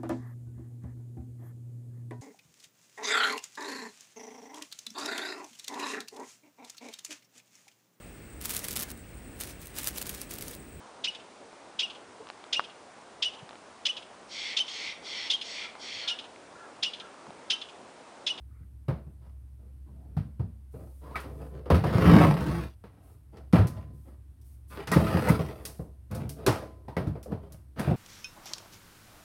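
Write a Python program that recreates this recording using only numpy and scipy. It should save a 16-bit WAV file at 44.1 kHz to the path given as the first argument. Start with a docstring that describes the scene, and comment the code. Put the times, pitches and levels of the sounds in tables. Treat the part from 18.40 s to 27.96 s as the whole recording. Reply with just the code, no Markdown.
"""In a small, quiet room, a hollow plastic water container is handled at a tumble dryer.
Blows on the sheet-metal cabinet mix panel thumps, ringing body modes and wall clacks.
Two long, juddering drags along the runners and many short rubs are random jerks driving the same body.
Stick-slip squeaks, light clicks and fine hiss join in, over a low sine hum and faint steady noise."""
import sys
import numpy as np
from scipy import signal
from scipy.fft import rfft, irfft, next_fast_len
from scipy.io import wavfile
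from scipy.ndimage import uniform_filter1d

SR = 44100
rng = np.random.default_rng(int(sys.argv[2]) if len(sys.argv) > 2 else 0)


def transcribe(u):
    """Save the signal u as a 16-bit wav file named by the first command-line argument.

    u: samples, shape (n,) or (channels, n), limited to [-1, 1]; the rate is SR.
    q: integer samples, one column per channel.
    """
    v = np.clip(np.atleast_2d(u).T, -1, 1)
    q = np.round(v * 32767).astype(np.int16)
    wavfile.write(sys.argv[1], SR, q)


N = 421596

# blows of the container: start_s, thump_hz, clack_hz, thump_db, hollow_body_db, wall_clack_db
KNOCKS = [(0.205, 105, 430, -42.5, -73, -80), (0.482, 132.4, 510, -21.5, -34, -43.5),
          (0.665, 133, 347, -39, -60, -74), (1.767, 146, 790, -21, -42, -47),
          (1.995, 123, 980, -23.5, -41.5, -56), (2.338, 123, 472, -43, -43, -68),
          (2.756, 96, 2034, -44, -42, -32.5), (2.84, 96, 287, -44, -41.5, -54),
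          (3.256, 111, 517, -50, -36.5, -52.5), (3.301, 147, 1058, -19.5, -17.5, -28),
          (3.318, 90.5, 530, -14, -35, -39), (3.344, 85, 1010, -21, -35, -31.5),
          (3.438, 153, 1106, -23, -27, -34.5), (3.549, 126, 456, -16, -34, -45),
          (4.084, 152, 444, -24.5, -41, -42), (4.438, 194, 470, -45.5, -48, -54.5),
          (5.132, 177, 307, -10, -21, -32.5), (5.155, 147, 652, -21, -23.5, -33),
          (5.183, 102, 550, -18, -35, -36), (5.194, 100, 446, -16.5, -40, -61),
          (5.245, 117.6, 382, -21, -38, -74), (6.474, 109, 460, -41, -42, -39.5),
          (6.515, 164, 404, -27, -28, -31), (6.533, 182, 1820, -31, -48, -27.5),
          (6.561, 167, 270, -11, -18.5, -36), (6.622, 169, 1341, -19.5, -31, -45),
          (6.667, 100, 1408, -28, -43, -34), (6.744, 173.5, 1370, -17.5, -37, -44),
          (6.896, 159.5, 1314, -12.5, -32, -32.5), (6.992, 163, 1240, -21.5, -31, -47),
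          (7.392, 159, 438, -30.5, -39.5, -62), (7.711, 112, 276, -33.5, -57, -48.5),
          (7.845, 120, 486, -30.5, -51, -71), (8.063, 121, 367, -39, -18.5, -33),
          (8.077, 122, 994, -20, -23.5, -30.5), (8.222, 122, 562, -42.5, -38.5, -52),
          (8.481, 126, 930, -39, -40.5, -48.5), (8.566, 177, 2052, -25, -27.5, -35.5),
          (8.669, 103, 286, -21, -38.5, -51.5), (8.753, 115, 686, -53, -39.5, -58),
          (8.858, 146, 556, -56, -40, -65), (8.919, 172, 780, -28.5, -33.5, -50),
          (9.392, 213, 1710, -27.5, -37, -36.5), (9.473, 145, 632, -19, -29.5, -49),
          (9.511, 152, 774, -17.5, -28.5, -50)]
# cabinet and container ringing together: pitch_hz, level_db, t60_s
BODY_MODES = [(80.6, -9.5, 0.98), (103.2, -9, 0.93), (144.6, 2.5, 0.41), (167.8, -4, 0.42),
              (205.1, -14, 0.24), (211.3, -5.5, 0.65), (285.2, -4.5, .25), (312.4, -7.5, .4),
              (341, -7.5, 0.42), (399.7, -0.5, 0.15), (438.6, -1.5, 0.31), (511, -2, 0.19),
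              (642.7, -9, 0.23), (650, -13, 0.57), (741, -23, 0.071), (937, -16.5, 0.18),
              (1017, -11.5, 0.74), (1070, -14, 0.13), (1202, -7, 0.17), (1300, -9, 0.075), (1309, -1, 0.11),
              (1580, -20, 0.2), (1894, -13, 0.41), (2270, -21.5, 0.13), (3450, -30.5, 0.45),
              (3620, -24, 0.15), (4595, -27.5, .12)]
# colour of the crowd of higher wall modes: frequency_hz, density_db (per Hz)
WALL_COLOUR = [(45, -34.5), (70, 8), (120, 7), (170, 3.5), (250, -6), (320, -6.5), (500, -5), (800, -11),
               (1250, -6.5), (3000, -22.5), (4800, -22), (7300, -37), (9000, -28.5), (16000, -35)]
# four bands from judder over hollow body and wall rasp to hiss: low_hz, high_hz
REGISTERS_HZ = [(62, 250), (250, 800), (800, 3000), (3000, 17000)]
# effort of the pull, one curve for each long drag: time_s, pull_db
DRAGS = [
    [(3.47, -41), (3.634, -30), (3.682, -24.5), (3.688, -25.5), (3.848, -25), (3.948, -39), (4.194, -41.5),
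     (4.266, -50.5), (4.34, -74)],
    [(6.52, -41), (6.532, -36.5), (6.636, -39.5), (6.78, -33), (6.828, -38), (6.888, -30.5), (7.07, -50),
     (7.104, -57), (7.18, -79)],
]
# answer of each register to the pull: level_db (at the reference pull), follow_db (per dB of pull)
DRAG_RESPONSE = [(-20, 0.9), (-24.5, 1.09), (-30, 1.0), (-44.5, 0.66)]
# how heavily the container bears down, one value for each drag: judder_db
DRAG_JUDDER_DB = [0, -5.5]
# short rubs of plastic on plastic: start_s, length_s, level_db, extra_judder_db, brightness_db
RUBS = [(0.803, 0.075, -67, 10, 11.5), (1.177, 0.1, -67.5, 5.5, 0), (1.447, 0.44, -68.5, 15, 2),
        (2.325, 0.12, -53, 2.5, -2.5), (2.609, 0.13, -51.5, -3.5, 5.5), (2.838, 0.13, -50, 3, -3),
        (2.978, 0.063, -46, 1, 1.5), (3.103, 0.086, -47.5, 1.5, -0.5), (4.508, 0.22, -66, 3.5, 8),
        (4.918, 0.065, -53, 4, 3.5), (5.338, 0.054, -52, 12.5, 9), (5.442, 0.11, -65, 16.5, -1.5),
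        (5.647, 0.057, -57.5, -1.5, 3), (6.297, 0.12, -54.5, 5, 21), (6.354, 0.046, -47, -10, 12.5),
        (6.464, 0.045, -47, 9.5, 5), (7.07, 0.021, -39, -19, 6), (7.145, 0.15, -52.5, -0.5, 7),
        (7.7, 0.12, -43.5, 8, 5), (7.83, 0.093, -54.5, 11, -8), (7.958, 0.15, -45.5, -4, 1),
        (8.072, 0.079, -39.5, -8, 12), (8.215, 0.02, -58, -5, -12), (8.308, 0.29, -62.5, -12, -4),
        (8.565, 0.068, -50.5, 4, 2), (8.584, 0.089, -59.5, 22.5, -2), (8.876, 0.041, -45, 4, -5),
        (9.009, 0.041, -51.5, 1, 0.5), (9.096, 0.042, -60.5, 12, 9.5), (9.358, 0.144, -42, 0.5, 11.5)]
# squeaks and groans of even stick-slip: start_s, length_s, pitch_hz, level_db
SQUEAKS = [(0.074, .2, 1350, -71.5), (0.075, 0.22, 2030, -76), (1.451, 0.069, 920, -66),
           (1.53, 0.19, 714, -63), (2.614, 0.16, 1020, -50), (2.743, 0.032, 1250, -36),
           (3.66, 0.1, 169, -7.5), (3.72, 0.06, 212.3, -13.5), (3.728, 0.07, 313.7, -18),
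           (3.809, 0.068, 1110, -29), (3.85, .11, 147.8, -16), (4.041, 0.063, 304, -32.5),
           (6.369, 0.061, 411, -38.5), (6.522, 0.015, 1920, -27), (6.865, 0.042, 910, -31),
           (6.882, 0.021, 2050, -31.5), (8.48, 0.092, 944, -49)]
# light clicks, some alone, some the sharp treble onset of a blow: start_s, level_db, tilt_db (per octave)
CLICKS = [(2.802, -51, 3), (4.970, -55.5, -8.5), (5.127, -39, -6.5), (5.271, -44, -0.5), (6.014, -65, 3),
          (6.473, -37.5, -7), (6.517, -32.5, -2.5), (6.534, -42, 2), (6.887, -36, 5), (7.252, -35.5, 1),
          (7.712, -53.5, 2), (7.749, -45, 1), (7.893, -40.5, 1.5), (8.064, -24.5, -4.5), (8.083, -37.5, -8),
          (8.568, -35, -24), (8.671, -57.5, -4), (8.829, -50, 1), (9.122, -51, 3), (9.395, -41.5, -1)]
# colour of a click before its tilt: frequency_hz, density_db (per Hz)
CLICK_COLOUR = [(1500, -4.5), (3300, -4), (5200, 1), (7300, -4.5), (9000, 1), (12000, -1.5), (16000, -9)]
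# fine treble hiss during handling and along the second drag: start_s, length_s, level_db
HISSES = [(2.3, 0.79, -70), (4.613, 0.12, -70.5), (5.52, 0.17, -73.5), (6.03, .11, -68.5),
          (6.273, 0.081, -59.5), (6.52, 0.4, -55.5), (7.004, 0.41, -66.5)]
# swell of the hum: time_s, level_db
HUM_LEVEL = [(0, -47.5), (2.3, -47), (4.2, -39), (4.5, -66.5), (5.05, -48), (5.9, -51), (7.5, -49),
             (9.56, -51.5)]
# colour of the steady background noise, with a little more hiss above 8 kHz: frequency_hz, density_db (per Hz)
STEADY_COLOUR = [(20, -34), (40, -16), (55, 3), (75, 0.5), (110, 3), (170, -17), (300, -17), (420, -29.5),
                 (1000, -36.5), (3000, -45), (7300, -49.5), (8600, -41.5), (12000, -43), (16000, -51.5)]

CONTACT_S = 0.0047  # build-up of a blow, to within 60 dB of its full force
TICK_DB = -14  # edge ticks against the wall clack
REFERENCE_PULL_DB, DRAG_FADE_S = -27, 0.016
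RASP_DB, HISS_DB = -16, -25.5  # a rub's upper registers against its hollow body
HISS_FOLLOWS = 0.86  # dB of hiss per dB of brightness
ATTACK_S, RELEASE_DB_PER_S = 0.031, 173.5  # shared by rubs and fine hisses
FIRM_DB, LIGHT_DB = -30, -65  # squeak levels of a firm and a light touch
WANDER_FIRM, WANDER_LIGHT = 0.035, 0.115  # rms pitch wander, fraction of the pitch
HUM_HZ, STEADY_DB = 66.5, -54
CUTOFF_HZ = 15900


def from_db(db):
    """Decibels to gain."""
    return 10 ** (np.asarray(db) / 20)


def rms_one(x):
    """Scale to unit power."""
    return x / np.sqrt(np.mean(x ** 2) + 1e-20)


def peak_one(x, size=220):
    """Scale so that the loudest few milliseconds have unit power."""
    return x / np.sqrt(uniform_filter1d(x ** 2, size).max() + 1e-20)


def in_time(rows):
    """Each column of a curve at every sample."""
    s, *columns = np.transpose(rows)
    return [np.interp(np.arange(N) / SR, s, column) for column in columns]


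def band(x, edges):
    """Causal band-pass."""
    return signal.sosfilt(signal.butter(4, edges, "band", fs=SR, output="sos"), x)


def noise(colour, n):
    """Noise of a given colour and unit power."""
    hz, db = np.transpose(colour)
    size = next_fast_len(n)
    grid = np.maximum(np.fft.rfftfreq(size, 1 / SR), 1)
    shape = from_db(np.interp(np.log(grid), np.log(hz), db))
    white = rfft(rng.standard_normal(size))
    return rms_one(irfft(white * shape, size)[:n])


def dying(t, t60):
    """Exponential decay, 60 dB down after t60 seconds."""
    return np.exp(-np.log(1000) * t / t60)


def add(out, s, sound):
    """Mix a sound in at a time."""
    at = max(int(s * SR), 0)
    out[at:at + len(sound)] += sound[:max(N - at, 0)]


def ring_time(size=24576):
    """The time axis of one short sound, in seconds."""
    return np.arange(size) / SR


def stroke(s, length_s):
    """The gain of one light stroke: a linear attack, then a release from length_s after its start."""
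    t = np.maximum(np.arange(N) / SR - s, 0)
    attack = np.minimum(t / ATTACK_S, 1)
    return attack * from_db(-RELEASE_DB_PER_S * np.clip(t - length_s, 0, 1))


def knocks():
    """A blow's thump, hollow body and clack have their own levels; the edge tick follows the clack."""
    out, t = np.zeros(N), ring_time()
    rings = mode_rings(t)
    for s, thump_hz, clack_hz, thump_db, body_db, clack_db in KNOCKS:
        walls = peak_one(wall_ring(t, crack_db=2, ring_t60=0.076, room_db=1.0, room_t60=0.33))
        body = from_db(-11.5) * peak_one(body_modes(rings))
        patch = from_db(-7) * peak_one(clack(t, clack_hz, cycles=170))
        # plastic gives way before it bears the load
        struck = (walls + body + patch) * (1 - dying(t, CONTACT_S))
        parts = [peak_one(band(struck, edges)) for edges in REGISTERS_HZ]
        panel = peak_one(thump(t, thump_hz, swell_s=0.0054, t60=0.09))
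        parts[0] = peak_one(from_db(-3.5) * parts[0] + panel)
        levels_db = [thump_db, body_db, clack_db, clack_db + TICK_DB]
        add(out, s, from_db(levels_db) @ np.array(parts))
    return out


def thump(t, hz, swell_s, t60):
    """A broad panel takes a few milliseconds to swing up, and is soon damped."""
    return np.sin(2 * np.pi * hz * t) * (1 - np.exp(-t / swell_s)) * dying(t, t60)


def clack(t, hz, cycles, count=10):
    """The struck patch of wall rings in a cluster of close modes; the highest patches die soonest."""
    pitches = hz * (1 + 0.07 * rng.standard_normal((count, 1)))
    strengths = rng.standard_normal((count, 1))
    cluster = np.sum(strengths * np.sin(2 * np.pi * pitches * t), axis=0)
    return cluster * dying(t, min(cycles / hz, 0.09))


def mode_rings(t):
    """The free ring of each body mode, a decaying sine."""
    return np.array([from_db(db) * np.sin(2 * np.pi * hz * t) * dying(t, t60)
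                     for hz, db, t60 in BODY_MODES])


def body_modes(rings):
    """Every point of contact excites the modes with other strengths and signs."""
    signs = rng.choice([-1, 1], len(rings))
    return (signs * from_db(rng.normal(0, 3.4, len(rings)))) @ rings


def wall_ring(t, crack_db, ring_t60, room_db, room_t60):
    """Dense plastic modes: a crack, a short ring, and the room's tail, which takes a moment to fill."""
    crack = from_db(crack_db) * dying(t, 0.013)
    room = from_db(room_db) * dying(t, room_t60) * (1 - dying(t, 0.041))
    return noise(WALL_COLOUR, len(t)) * (crack + dying(t, ring_t60) + room)


def sliding():
    """Stick-slip jerks drive the same body and room; their force follows the drags and rubs."""
    out, rubbed = np.zeros(N), rubbing(slips(per_s=550, spread_db=3.5))
    for edges, power in zip(REGISTERS_HZ, drag_power() + rub_power()):
        part = band(rubbed, edges)
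        strength = np.sqrt(np.abs(uniform_filter1d(part ** 2, size=2600)) + 1e-12)
        # the slow level is the pull's, the fast grain the jerks'
        out += np.sqrt(power) * part / strength
    return out


def slips(per_s, spread_db):
    """Stick and slip: small jerks of uneven size and either sign at random moments."""
    sizes = from_db(spread_db * np.minimum(rng.exponential(1, N), 4))
    signs = rng.choice([-1, 1], N)
    return sizes * signs * (rng.random(N) < per_s / SR)


def rubbing(jerks, size=4410):
    """The contact travels along the wall, so each stretch of the way rings a little differently."""
    t, out = ring_time(size=16384), np.zeros(N)
    rings = mode_rings(t)
    for at in range(0, N, size):
        walls = rms_one(wall_ring(t, crack_db=3, ring_t60=0.08, room_db=-9, room_t60=0.4))
        body = from_db(-3.5) * rms_one(body_modes(rings))
        add(out, at / SR, signal.fftconvolve(jerks[at:at + size], walls + body))
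    return out


def drag_power():
    """Power in each register during the long drags: a harder pull raises the lows faster than the hiss."""
    power, t = np.zeros((4, N)), np.arange(N) / SR
    for drag, judder_db in zip(DRAGS, DRAG_JUDDER_DB):
        pull_db, = in_time(drag)
        to_nearest_end = np.minimum(t - drag[0][0], drag[-1][0] - t)
        moving = np.clip(1 + to_nearest_end / DRAG_FADE_S, 0, 1)
        gains = np.array([from_db(db + follows * (pull_db - REFERENCE_PULL_DB))
                          for db, follows in DRAG_RESPONSE])
        gains[0] *= from_db(judder_db)
        power += (moving * gains) ** 2
    return power


def rub_power():
    """Power in each register during the short rubs: weight brings judder, an edge brings rasp and hiss."""
    gains = [from_db([db + judder_db, db, db + RASP_DB + bright_db,
                      db + HISS_DB + HISS_FOLLOWS * bright_db])
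             for _, _, db, judder_db, bright_db in RUBS]
    strokes = np.array([stroke(s, length_s) ** 2 for s, length_s, *_ in RUBS])
    return np.transpose(gains) ** 2 @ strokes


def squeaks():
    """A rough, nearly periodic slip swells and stops; the wall rings on briefly."""
    out, t = np.zeros(N), ring_time()
    slow = [(1, 0), (120, 0), (500, -30), (2000, -90)]
    for s, length_s, hz, db in SQUEAKS:
        wobble, bite = [noise(slow, len(t)) for _ in range(2)]
        # a lighter touch holds its pitch less steadily
        wander = np.interp(db, [LIGHT_DB, FIRM_DB], [WANDER_LIGHT, WANDER_FIRM])
        phase = 2 * np.pi * np.cumsum(hz * (1 + wander * wobble)) / SR
        grip = np.sin(np.pi * np.minimum(t / length_s, 1)) * from_db(4.9 * bite)
        swell = signal.fftconvolve(grip, dying(t, 0.0307))[:len(t)]
        add(out, s, from_db(db) * peak_one(swell * np.sin(phase)))
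    return out


def clicks():
    """Tilted noise, thin or dull, in three decays: a sharp crack, a short ring and the room's tail."""
    out, t = np.zeros(N), ring_time()
    for s, db, tilt in CLICKS:
        colour = [(hz, level + tilt * np.log2(hz / CLICK_COLOUR[0][0])) for hz, level in CLICK_COLOUR]
        crack = from_db(-8.5) * dying(t, 0.008)
        room = from_db(-9) * dying(t, 0.41)
        click = noise(colour, len(t)) * (crack + dying(t, 0.11) + room)
        add(out, s, from_db(db) * peak_one(click))
    return out


def fine_hiss():
    """Fine treble hiss during handling and along the second drag: coloured noise in soft strokes."""
    gain = sum(from_db(db) * stroke(s, length_s) for s, length_s, db in HISSES)
    colour = [(1000, -24), (5000, -13.5), (7500, -12.5), (8500, -5), (12000, -5), (16000, -11)]
    return gain * noise(colour, N)


def background():
    """A low sine hum, slightly wavering in phase, over faint steady noise."""
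    hum_db, = in_time(HUM_LEVEL)
    waver = noise([(1, 0), (6, -6), (30, -50), (200, -120)], N)
    phase = 2 * np.pi * HUM_HZ * np.arange(N) / SR + 0.22 * waver
    hum = np.sqrt(2) * np.sin(phase)  # unit power
    return from_db(hum_db) * hum + from_db(STEADY_DB) * noise(STEADY_COLOUR, N)


def scene():
    """Everything at one microphone."""
    return (knocks() + sliding() + squeaks() + clicks() + fine_hiss() + background())[None]


def record(dry):
    """The small microphone loses the deepest bass; the top is cut steeply."""
    thin = signal.sosfilt(signal.butter(4, 48, "high", fs=SR, output="sos"), dry)
    return signal.sosfilt(signal.ellip(12, 0.2, 80, CUTOFF_HZ, fs=SR, output="sos"), thin)


dry = scene()
out = record(dry)
transcribe(out)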